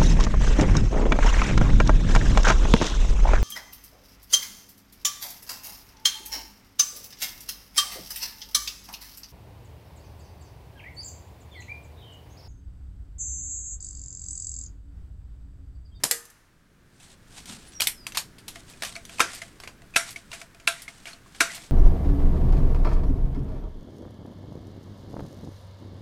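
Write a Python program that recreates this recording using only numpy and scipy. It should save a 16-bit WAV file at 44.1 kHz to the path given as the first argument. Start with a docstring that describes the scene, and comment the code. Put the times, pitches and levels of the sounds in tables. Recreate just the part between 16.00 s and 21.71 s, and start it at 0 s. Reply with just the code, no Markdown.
"""A pump air rifle is fired from a porch: released air pops, and the pellet sets a steel can ringing.
Sleeves rustle by friction; the bolt squeaks by stick-slip and snaps open and shut. The pump lever is
then swung out and clapped home four times, each impact exciting the modes of the hollow fore-end and
squeezing air through the valve. Porch and yard reverberate over a low outdoor rumble."""
import sys
import numpy as np
from scipy import signal
from scipy.fft import rfft, irfft, next_fast_len
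from scipy.io import wavfile
from scipy.ndimage import uniform_filter1d

SR = 44100
rng = np.random.default_rng(int(sys.argv[2]) if len(sys.argv) > 2 else 0)


def wav_out(sig):
    """Save sig, one row per channel (or a flat mono array), as 16-bit PCM at SR to the path in sys.argv[1]."""
    wavfile.write(sys.argv[1], SR, np.round(np.clip(np.atleast_2d(sig).T, -1, 1) * 32767).astype(np.int16))


N = 251811
TIME = np.arange(N) / SR
AGE = np.arange(2 ** 15) / SR   # time since an event began [s]

# spectra of the noises and of the reverberation: (frequency [Hz], relative level [dB])
RUMBLE_SPECTRUM = [(15, -2), (30, -3), (60, -6.5), (160, -7), (300, -12.5), (600, -22), (2000, -53)]
HUSH_SPECTRUM = [(100, 1.5), (500, -4), (1600, 6), (2800, -3.5), (6000, -7.5), (12000, -12.5),
                 (16000, -19.5)]
SHOT_SPECTRUM = [(60, -1.5), (300, 1.5), (900, 0.5), (2500, -3.5), (5000, 3), (8000, 3.5), (12000, 3),
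                 (14000, -18.5), (16000, -25)]
CAN_SPECTRUM = [(100, -15), (1000, -10), (1800, -0.5), (3000, 0), (6500, 6.5), (10000, 7.5), (12500, 6),
                (16000, -16.5)]
FRICTION_SPECTRUM = [(200, -44), (500, -10), (690, 4.5), (900, 1), (1500, 1), (2300, 2.5), (3500, 5),
                     (6500, 1.5), (8500, 4.5), (11000, -7.5), (13500, -13.5), (16000, -49)]
STEEL_SPECTRUM = [(100, -28), (450, -10.5), (750, 0.5), (1300, 1), (2500, 6.5), (4500, 7.5), (7000, 3.5),
                  (10000, 3), (13000, -0.5), (16000, -20)]
LEVER_SPECTRUM = [(60, -31), (170, -14), (290, 4.5), (450, -0.5), (850, 2), (1400, 10.5), (2600, 11.5),
                  (3600, 7), (6000, 5), (9000, 1), (12000, -5.5), (16000, -31)]
REVERB_SPECTRUM = [(100, -5), (500, 1.5), (1500, 1), (4000, -1.5), (8500, 2.5), (12000, 0.5), (16000, -3.5)]
# slow course of the rumble: (time [s], level before RUMBLE_GAIN_DB [dB])
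RUMBLE_LEVELS = [(1.5, -53.5), (3.18, -52), (4.96, -57.5), (5.7, -54.5)]
# hammer, then air blast: (time [s], level [dB], t60 [s], ring frequency [Hz], ring level [dB])
SHOT_PULSES = [(0.0361, -16, 0.043, 5140, -12.5), (0.0401, -6, 0.0073, 598, -32.5),
               (0.047, -24, 0.094, 280, -36), (0.0546, -5, 0.001, 620, -37.5),
               (0.063, -34, .03, 6680, -35.5)]
# pellet on the can, then falling bits: (time [s], level [dB], t60 [s], gain of the modes [dB])
CAN_IMPACTS = [(0.111, -15, 0.05, -31.5), (0.253, -47.5, 0.044, -80), (0.301, -51.5, 0.05, -76.5)]
# normal modes of the can and the fore-end's shell: (frequency [Hz], relative level [dB], t60 [s])
CAN_MODES = [(469, -5.5, 0.33), (731, -12, 0.11), (1245, -16.5, 0.52), (1627, -3.5, 0.25),
             (1773, -11.5, 0.49), (1960, -7.5, .13), (2310, -7, 0.12), (2860, -25, .3), (3515, -5, .14),
             (4360, -13.5, 0.17), (6240, -14.5, 0.52), (7000, -8.5, 0.15), (7500, -3, .11),
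             (9330, 10, 0.092), (9889, -24, .19), (11530, -21.5, .3)]
FORE_END_MODES = [(1028, -4, 0.071), (1177, -19, 0.1), (1337, -3, 0.16), (1384, 3.5, 0.068),
                  (1415, -11.5, 0.33), (1540, -10.5, 0.26), (1590, -1.5, 0.15), (1690, 1.5, 0.045),
                  (2287, -10, 0.033), (2340, 12, 0.019), (2800, -4.5, 0.05), (3760, -7, 0.14),
                  (4600, -17, 0.23)]
# sleeves and hands: (peak time [s], level [dB], 60 dB rise [s], 60 dB release [s])
SLEEVE_RUSTLES = [(1.03, -56, 0.41, 0.6), (1.12, -53.5, 0.28, 0.18), (1.38, -43.5, 0.35, 0.29),
                  (1.5, -41.5, 0.16, 0.67), (1.73, -54, 0.68, 0.2), (2.56, -51, .35, .7),
                  (2.78, -53.5, .7, 0.71), (3.335, -39.5, 0.1, 0.23), (3.5, -57, 0.43, 0.32),
                  (4.4, -45, 0.36, 0.15), (4.94, -53.5, 0.23, 0.98)]
# bolt and linkage contacts: (time [s], level [dB], t60 [s], ring frequency [Hz], tilt [dB/octave])
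STEEL_CLICKS = [(1.4566, -41.5, .04, 3320, 0), (1.801, -27, .018, 3220, -3),
                (1.8055, -17.5, 0.023, 2450, 1), (1.8187, -16, 0.028, 2920, 0), (1.838, -31, .035, 2450, 1),
                (1.871, -15, 0.025, 3550, 2.5), (2.0673, -27, 0.024, 2610, -1),
                (2.1214, -38, 0.023, 2650, -2.5), (2.147, -33.5, 0.12, 765, -3),
                (2.1719, -19, 0.047, 1170, -0.5), (2.3833, -48, 0.067, 3450, -0.5),
                (2.4805, -33, 0.054, 3190, .5), (2.6989, -45, 0.026, 4280, 1.5),
                (2.822, -25.5, 0.025, 2280, -3), (2.834, -25.5, 0.029, 1830, -2.5),
                (2.848, -31.5, 0.073, 1260, -2), (3.0519, -40, .025, 6020, 0.5),
                (3.601, -38, 0.021, 5450, -4), (3.636, -39, 0.035, 2750, -5),
                (3.6749, -35.5, .03, 2340, -4.5), (4.3164, -34.5, 0.019, 2790, -3.5),
                (5.0556, -38, 0.031, 2740, -3.5), (5.348, -45, 0.044, 2550, -4),
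                (5.637, -45.5, 0.036, 2500, -3)]
# stock against the body: (time [s], level [dB], frequency [Hz], t60 [s])
STOCK_BUMPS = [(1.49, -42.5, 194.4, 0.41), (1.492, -41.5, 308, 0.087)]
# dry bolt, one list a squeak: (time [s], frequency [Hz], level [dB])
BOLT_SQUEAKS = [
    [(1.665, 8320, -66), (1.685, 9960, -46), (1.71, 10500, -63)],
    [(1.735, 5870, -57), (1.768, 5650, -38), (1.785, 5620, -50), (1.803, 5730, -32)],
    [(1.92, 5690, -58), (1.96, 5260, -57), (2.01, 4950, -49.5), (2.065, 4800, -60)],
]
# swinging lever: (time [s], level [dB], t60 [s], ring frequency [Hz], ring level [dB])
LEVER_KNOCKS = [(2.557, -38, 0.027, 2150, -37), (2.7357, -55, .02, 2470, -44),
                (2.823, -34, 0.044, 1800, -33), (2.954, -41, 0.07, 4400, -32),
                (2.9633, -33.5, 0.017, 2300, -27.5), (3.0944, -42.5, 0.047, 2320, -49),
                (3.1841, -39, 0.051, 2570, -32), (3.195, -26.5, 0.042, 1020, -19.5),
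                (3.4173, -36, 0.051, 2090, -27.5), (3.8194, -47, 0.014, 2000, -52),
                (3.9387, -50, .036, 2580, -32.5), (3.946, -49, 0.079, 2470, -32.5),
                (4.1606, -40.5, 0.066, 2250, -25), (4.329, -37.5, 0.13, 2090, -34),
                (4.4148, -38.5, 0.038, 2310, -32.5), (4.5467, -48, 0.023, 2470, -44.5),
                (4.599, -50, 0.048, 2380, -45), (4.8797, -42.5, 0.092, 2160, -24),
                (5.069, -41.5, 0.24, 2250, -31), (5.1315, -44.5, 0.025, 4300, -39),
                (5.2611, -60, 0.019, 1070, -45), (5.503, -50, .03, 2020, -28),
                (5.5776, -40.5, 0.033, 2330, -45)]
# pump strokes: (clap time [s], level [dB], t60 [s], tilt [dB/octave], slap frequency [Hz],
# fore-end gain [dB], thump [dB], cavity [dB], swing-in slide [dB], squeeze [dB], swing-out slide [dB])
PUMP_STROKES = [(3.204, -17, 0.054, -1.4, 1400, -21, -18.5, -40, -39, -48, -42.5),
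                (3.9623, -16.5, 0.059, 2, 2590, -23, -34, -26, -54.5, -72, -46.5),
                (4.6754, -17.5, 0.034, 0.5, 2672, -25, -33, -27, -49.5, -70, -47),
                (5.4066, -15.5, 0.058, -.3, 1440, -19.5, -27.5, -25, -53, -53, -39.5)]
# the slides of a stroke: (peak time after the clap [s], 60 dB rise [s], 60 dB release [s])
SWING_IN, SQUEEZE, SWING_OUT = (-0.338, 0.12, 0.35), (-0.054, 0.46, 1), (0.12, 0.41, 0.51)
# air in the valve and in the gap under the lever: (time after the clap [s], frequency [Hz])
VALVE_PITCH = [(0, 3200), (.013, 9000), (.03, 10000)]
GAP_PITCH = [(.04, 1450), (.11, 2100)]
# their envelopes: (time after the clap [s], relative amplitude [1])
VALVE_ENVELOPE = [(0, .72), (.005, .36), (.013, 1), (.019, 0)]
GAP_ENVELOPE = [(0, 0), (.09, 1), (.25, 0)]

PORCH_DB, PORCH_T60, YARD_DB = -3.5, 0.24, -30.5   # reverberation: gain, decay [s], the yard's share
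RUMBLE_GAIN_DB, HUSH_DB = 1.5, -59.5
DIP_DB, DIP_HOLD_S, DIP_RECOVERY_S = 11, 0.38, 1
TREES_DB, TREES_T60 = -53, 1.6
CLICK_RING_DB, CLICK_T60, CLICK_DAMPING_DB = 2, 0.027, 9   # ring gain at this t60 [s]; loss per doubling
CAVITY_HZ, CAVITY_T60, OPEN_LEAK_T60 = 677, 0.19, 0.32
KNOCK_CAVITY_DB, GAP_DB = -1, -5   # relative to the knock; to the swing-out slide
SLAP_DB, VALVE_DB, LATCH_DB = 7.5, -10.5, -7   # relative to the clap
SLIDE_FLUTTER_DB, SLIDE_JERK_DB = 1.47, 2.85
INTAKE_DELAY_S, INTAKE_DB = .144, -41


def from_db(db):
    """Amplitude grows tenfold with every 20 dB."""
    return 10 ** (np.asarray(db) / 20)


def rms_one(x):
    """Division by the RMS value gives unit power."""
    return x / np.sqrt(np.mean(x ** 2) + 1e-20)


def add(out, s, sound):
    """Superposition: a sound adds to the others from time s on."""
    start = max(0, round(s * SR))
    out[start:start + len(sound)] += sound[:N - start]


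def fade(t60):
    """Damping: amplitude falls exponentially, by 60 dB in t60 seconds."""
    return from_db(-60 * AGE / max(t60, 1e-3))


def swell(peak_s, rise_s, release_s):
    """Exponential growth and decay meet at a peak; rise and release each span 60 dB."""
    return from_db(-60 * np.maximum((peak_s - TIME) / rise_s, (TIME - peak_s) / release_s))


def drift(rate, size):
    """A random process of limited bandwidth: Gaussian values, rate a second, joined by lines."""
    knots = rng.standard_normal(size // 8)
    return np.interp(np.arange(size) * rate / SR, np.arange(len(knots)), knots)


def colour(x, spectrum, tilt_db=0):
    """A minimum-phase filter imposes a spectrum, tilted by tilt_db an octave about 4 kHz."""
    size = next_fast_len(len(x), real=True)
    size += size % 2
    octave = np.log2(np.maximum(np.fft.rfftfreq(size, 1 / SR), 10) / 4000)
    hz, db = np.transpose(spectrum)
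    shape_db = np.interp(octave, np.log2(hz / 4000), db) + tilt_db * np.maximum(octave, -3)
    cepstrum = irfft(np.log(from_db(shape_db)))
    # folding the cepstrum makes the filter causal
    cepstrum[1:size // 2] *= 2
    cepstrum[size // 2 + 1:] = 0
    return irfft(rfft(x, size) * np.exp(rfft(cepstrum)))[:len(x)]


def crack(t60, spectrum, tilt_db=0):
    """Modal overlap: dense, short-lived modes merge into noise; longer contacts start more softly."""
    attack = 1 - fade(min(0.5 * t60 ** 2, t60 / 2))
    envelope = fade(t60) * attack
    burst = rng.standard_normal(len(AGE)) * envelope
    return colour(burst * np.linalg.norm(envelope) / np.linalg.norm(burst), spectrum, tilt_db)


def ring(hz, t60):
    """A damped mode; rattling loose parts modulate its phase and amplitude, most at high pitch."""
    looseness = min(hz / 2500, 1)
    blur = .7 * looseness * drift(130, len(AGE))
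    rattle = from_db(2 * looseness * drift(250, len(AGE)))
    return np.sin(2 * np.pi * hz * AGE + blur - blur[0]) * rattle * fade(t60)


def ring_all(modes, scatter_db):
    """A struck body vibrates as a sum of normal modes, weighted anew by every blow."""
    return sum(rng.choice([-1, 1]) * from_db(db + scatter_db * rng.standard_normal()) * ring(hz, t60)
               for hz, db, t60 in modes)


def noise_band(hz, width_hz):
    """Random quadrature modulation spreads a tone into a band of noise."""
    phase = 2 * np.pi * np.cumsum(hz) / SR
    return rms_one(drift(width_hz, len(hz)) * np.sin(phase) + drift(width_hz, len(hz)) * np.cos(phase))


def linger(power, t60):
    """Sound energy stored in a space leaks away exponentially."""
    retained = from_db(-120 / (max(t60, 1e-3) * SR))
    return signal.lfilter([1 - retained], [1, -retained], power + 1e-18)


def porch(x, wet_db=PORCH_DB, t60=PORCH_T60, yard_db=YARD_DB):
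    """Diffuse reverberation: boards and wall add a short tail, the yard a faint long one."""
    arriving = linger(x ** 2, t60=0.027)
    power = linger(arriving, t60) + from_db(2 * yard_db) * linger(arriving, t60=0.63) / t60
    # many paths blur the fine spectrum of the source
    timbre = np.sqrt(np.abs(uniform_filter1d(np.abs(rfft(x)) ** 2, size=len(x) // 110)))
    scattered = irfft(timbre * np.exp(2j * np.pi * rng.random(len(timbre))), len(x))
    return x + from_db(wet_db) * np.sqrt(power) * rms_one(colour(scattered, REVERB_SPECTRUM))


def open_air():
    """Ambient rumble and hush dip at the shot, whose echo from the trees adds to the hush in power."""
    since_shot = TIME - SHOT_PULSES[0][0]
    depth = (since_shot > 0) * np.clip(1 - (since_shot - DIP_HOLD_S) / DIP_RECOVERY_S, 0, 1)
    dip = from_db(-DIP_DB * depth)
    rumble_db = np.interp(TIME, *np.transpose(RUMBLE_LEVELS)) + RUMBLE_GAIN_DB
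    rumble = from_db(rumble_db) * rms_one(colour(rng.standard_normal(N), RUMBLE_SPECTRUM))
    hush = rms_one(colour(rng.standard_normal(N), HUSH_SPECTRUM))
    echo = from_db(TREES_DB) * swell(CAN_IMPACTS[0][0], rise_s=.1, release_s=TREES_T60)
    return dip * rumble + np.hypot(dip * from_db(HUSH_DB), echo) * hush


def shot():
    """Sudden expansion: the hammer opens the valve and compressed air pops out of the muzzle."""
    out = np.zeros(N)
    for s, db, t60, hz, ring_db in SHOT_PULSES:
        add(out, s, from_db(db) * crack(t60, SHOT_SPECTRUM) + from_db(ring_db) * ring(hz, t60=0.016))
    return out


def can():
    """Impulse excitation: the pellet smacks thin steel, which rings on in its normal modes."""
    out = np.zeros(N)
    for s, db, t60, ring_db in CAN_IMPACTS:
        smack = from_db(db) * crack(t60, CAN_SPECTRUM)
        add(out, s, smack + from_db(ring_db) * ring_all(CAN_MODES, scatter_db=5.5))
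    return out


def friction_envelope():
    """Incoherent sources add in power: the rustles, and three slides to each pump stroke."""
    moves = list(SLEEVE_RUSTLES)
    for s, *_, in_db, squeeze_db, out_db in PUMP_STROKES:
        slides = [(in_db, SWING_IN), (squeeze_db, SQUEEZE), (out_db, SWING_OUT)]
        for db, (after_s, rise_s, release_s) in slides:
            moves.append((s + after_s, db, rise_s, release_s))
    return np.sqrt(sum((from_db(db) * swell(s, rise, release)) ** 2 for s, db, rise, release in moves))


def rubbing():
    """Sliding friction of sleeves and piston makes a hiss, roughened by slips of a few milliseconds."""
    unevenness = from_db(SLIDE_FLUTTER_DB * drift(160, N) + SLIDE_JERK_DB * drift(55, N))
    slips = (rng.random(N) < 160 / SR) * rng.random(N) ** 2   # about 160 a second
    grit = signal.fftconvolve(slips, fade(.01))[:N]
    friction = rng.standard_normal(N) * (1 + 2 * grit)
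    return friction_envelope() * unevenness * rms_one(colour(friction, FRICTION_SPECTRUM))


def snap(db, t60, tilt_db):
    """A brief contact of steel on steel radiates a broad spectrum, which the porch scatters."""
    return porch(from_db(db) * crack(t60, STEEL_SPECTRUM, tilt_db), t60=0.16)


def steel_clicks():
    """Contact damping: bolt and linkage snap and ring, the more weakly the longer they touch."""
    out = np.zeros(N)
    for s, db, t60, hz, tilt_db in STEEL_CLICKS:
        ring_db = db + CLICK_RING_DB - CLICK_DAMPING_DB * np.log2(t60 / CLICK_T60)
        add(out, s, snap(db, t60, tilt_db) + from_db(ring_db) * ring(hz, t60=0.018))
    return out


def stock_bumps():
    """A soft impact excites only low frequencies: the stock thuds against the body."""
    out = np.zeros(N)
    for s, db, hz, t60 in STOCK_BUMPS:
        thud = noise_band(np.full(len(AGE), hz), width_hz=123)
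        add(out, s, from_db(db) * thud * (fade(t60) - fade(0.007)))
    return out


def bolt_squeaks():
    """Stick-slip oscillation of dry steel gives a thin, unsteady tone with a skirt of hiss."""
    out = np.zeros(N)
    for squeak in BOLT_SQUEAKS:
        s, hz, db = np.transpose(squeak)
        pitch = np.interp(TIME, s, hz) * (1 + .003 * drift(500, N))
        level_db = np.interp(TIME, s, db, left=-140, right=-140) + 2 * drift(150, N)
        envelope = uniform_filter1d(from_db(level_db), size=200)
        tone = np.sin(2 * np.pi * np.cumsum(pitch) / SR)
        out += envelope * (tone + .25 * noise_band(pitch, width_hz=450))
    return out


def lever_knocks():
    """The lever knocks at the turns of its swing and excites the cavity, damped by its open leak."""
    out = np.zeros(N)
    for s, db, t60, hz, ring_db in LEVER_KNOCKS:
        knock = from_db(db) * porch(crack(t60, LEVER_SPECTRUM), wet_db=-6.5, t60=.22)
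        ringing = from_db(ring_db) * ring(hz, t60=0.035)
        hollow = from_db(db + KNOCK_CAVITY_DB) * cavity() * fade(OPEN_LEAK_T60)
        add(out, s, (knock + ringing) * (1 - fade(0.0014)) + hollow)
    return out


def cavity():
    """Cavity resonance: the air under the lever takes a few cycles to build up a hollow note."""
    return ring(CAVITY_HZ, CAVITY_T60) * (1 - fade(0.054))


def lever_claps():
    """The impact of the closing lever drives the fore-end's shell and the air inside it."""
    out = np.zeros(N)
    for s, db, t60, tilt_db, hz, ring_db, thump_db, cavity_db, _, _, out_db in PUMP_STROKES:
        air = from_db(db + VALVE_DB) * valve_chirp() + from_db(out_db + GAP_DB) * lever_gap()
        blow = porch(from_db(db) * crack(t60, LEVER_SPECTRUM, tilt_db))
        slap = from_db(db + SLAP_DB) * ring(hz, t60=0.033)
        low_modes = ring(hz=303, t60=0.045) - ring(hz=440, t60=0.018)
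        thump = from_db(thump_db) * low_modes * (1 - fade(0.012))
        shell = from_db(ring_db) * ring_all(FORE_END_MODES, scatter_db=1.5)
        add(out, s, blow + slap + thump + shell + from_db(cavity_db) * cavity() + air)
        # the latch grazes just before the lever lands
        add(out, s - .0035, from_db(db + LATCH_DB) * crack(0.06, STEEL_SPECTRUM) * (1 - fade(0.0065)))
        # on the way out the piston uncovers the intake with a tick
        add(out, s + INTAKE_DELAY_S, snap(INTAKE_DB, t60=0.05, tilt_db=3.5))
    return out


def valve_chirp():
    """Flow noise: air squeezed through the valve rises in pitch as the pressure builds."""
    pitch = np.interp(AGE, *np.transpose(VALVE_PITCH))
    return noise_band(pitch, width_hz=2400) * np.interp(AGE, *np.transpose(VALVE_ENVELOPE))


def lever_gap():
    """The resonance of the gap under the lever rises as the opening widens."""
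    pitch = np.interp(AGE, *np.transpose(GAP_PITCH))
    return noise_band(pitch, width_hz=780) * np.interp(AGE, *np.transpose(GAP_ENVELOPE))


def scene():
    """The sources superpose in one channel: the rifle close by on the porch, the can farther off."""
    firing = porch(shot(), wet_db=-11.0, t60=0.31, yard_db=-10.5)
    target = porch(can(), wet_db=-8.0, t60=0.23, yard_db=-41)
    reloading = steel_clicks() + lever_knocks() + lever_claps() + bolt_squeaks()
    handling = rubbing() + stock_bumps()
    return (firing + target + reloading + handling + open_air())[None]


def record(dry):
    """Soft saturation rounds the tallest peaks; a low-pass filter cuts the treble above 16.5 kHz."""
    rounded = dry / (1 + (dry / .8) ** 4) ** .25
    low_pass = signal.ellip(10, .2, 80, 16500, fs=SR, output="sos")
    return signal.sosfilt(low_pass, rounded)


dry = scene()
out = record(dry)
wav_out(out)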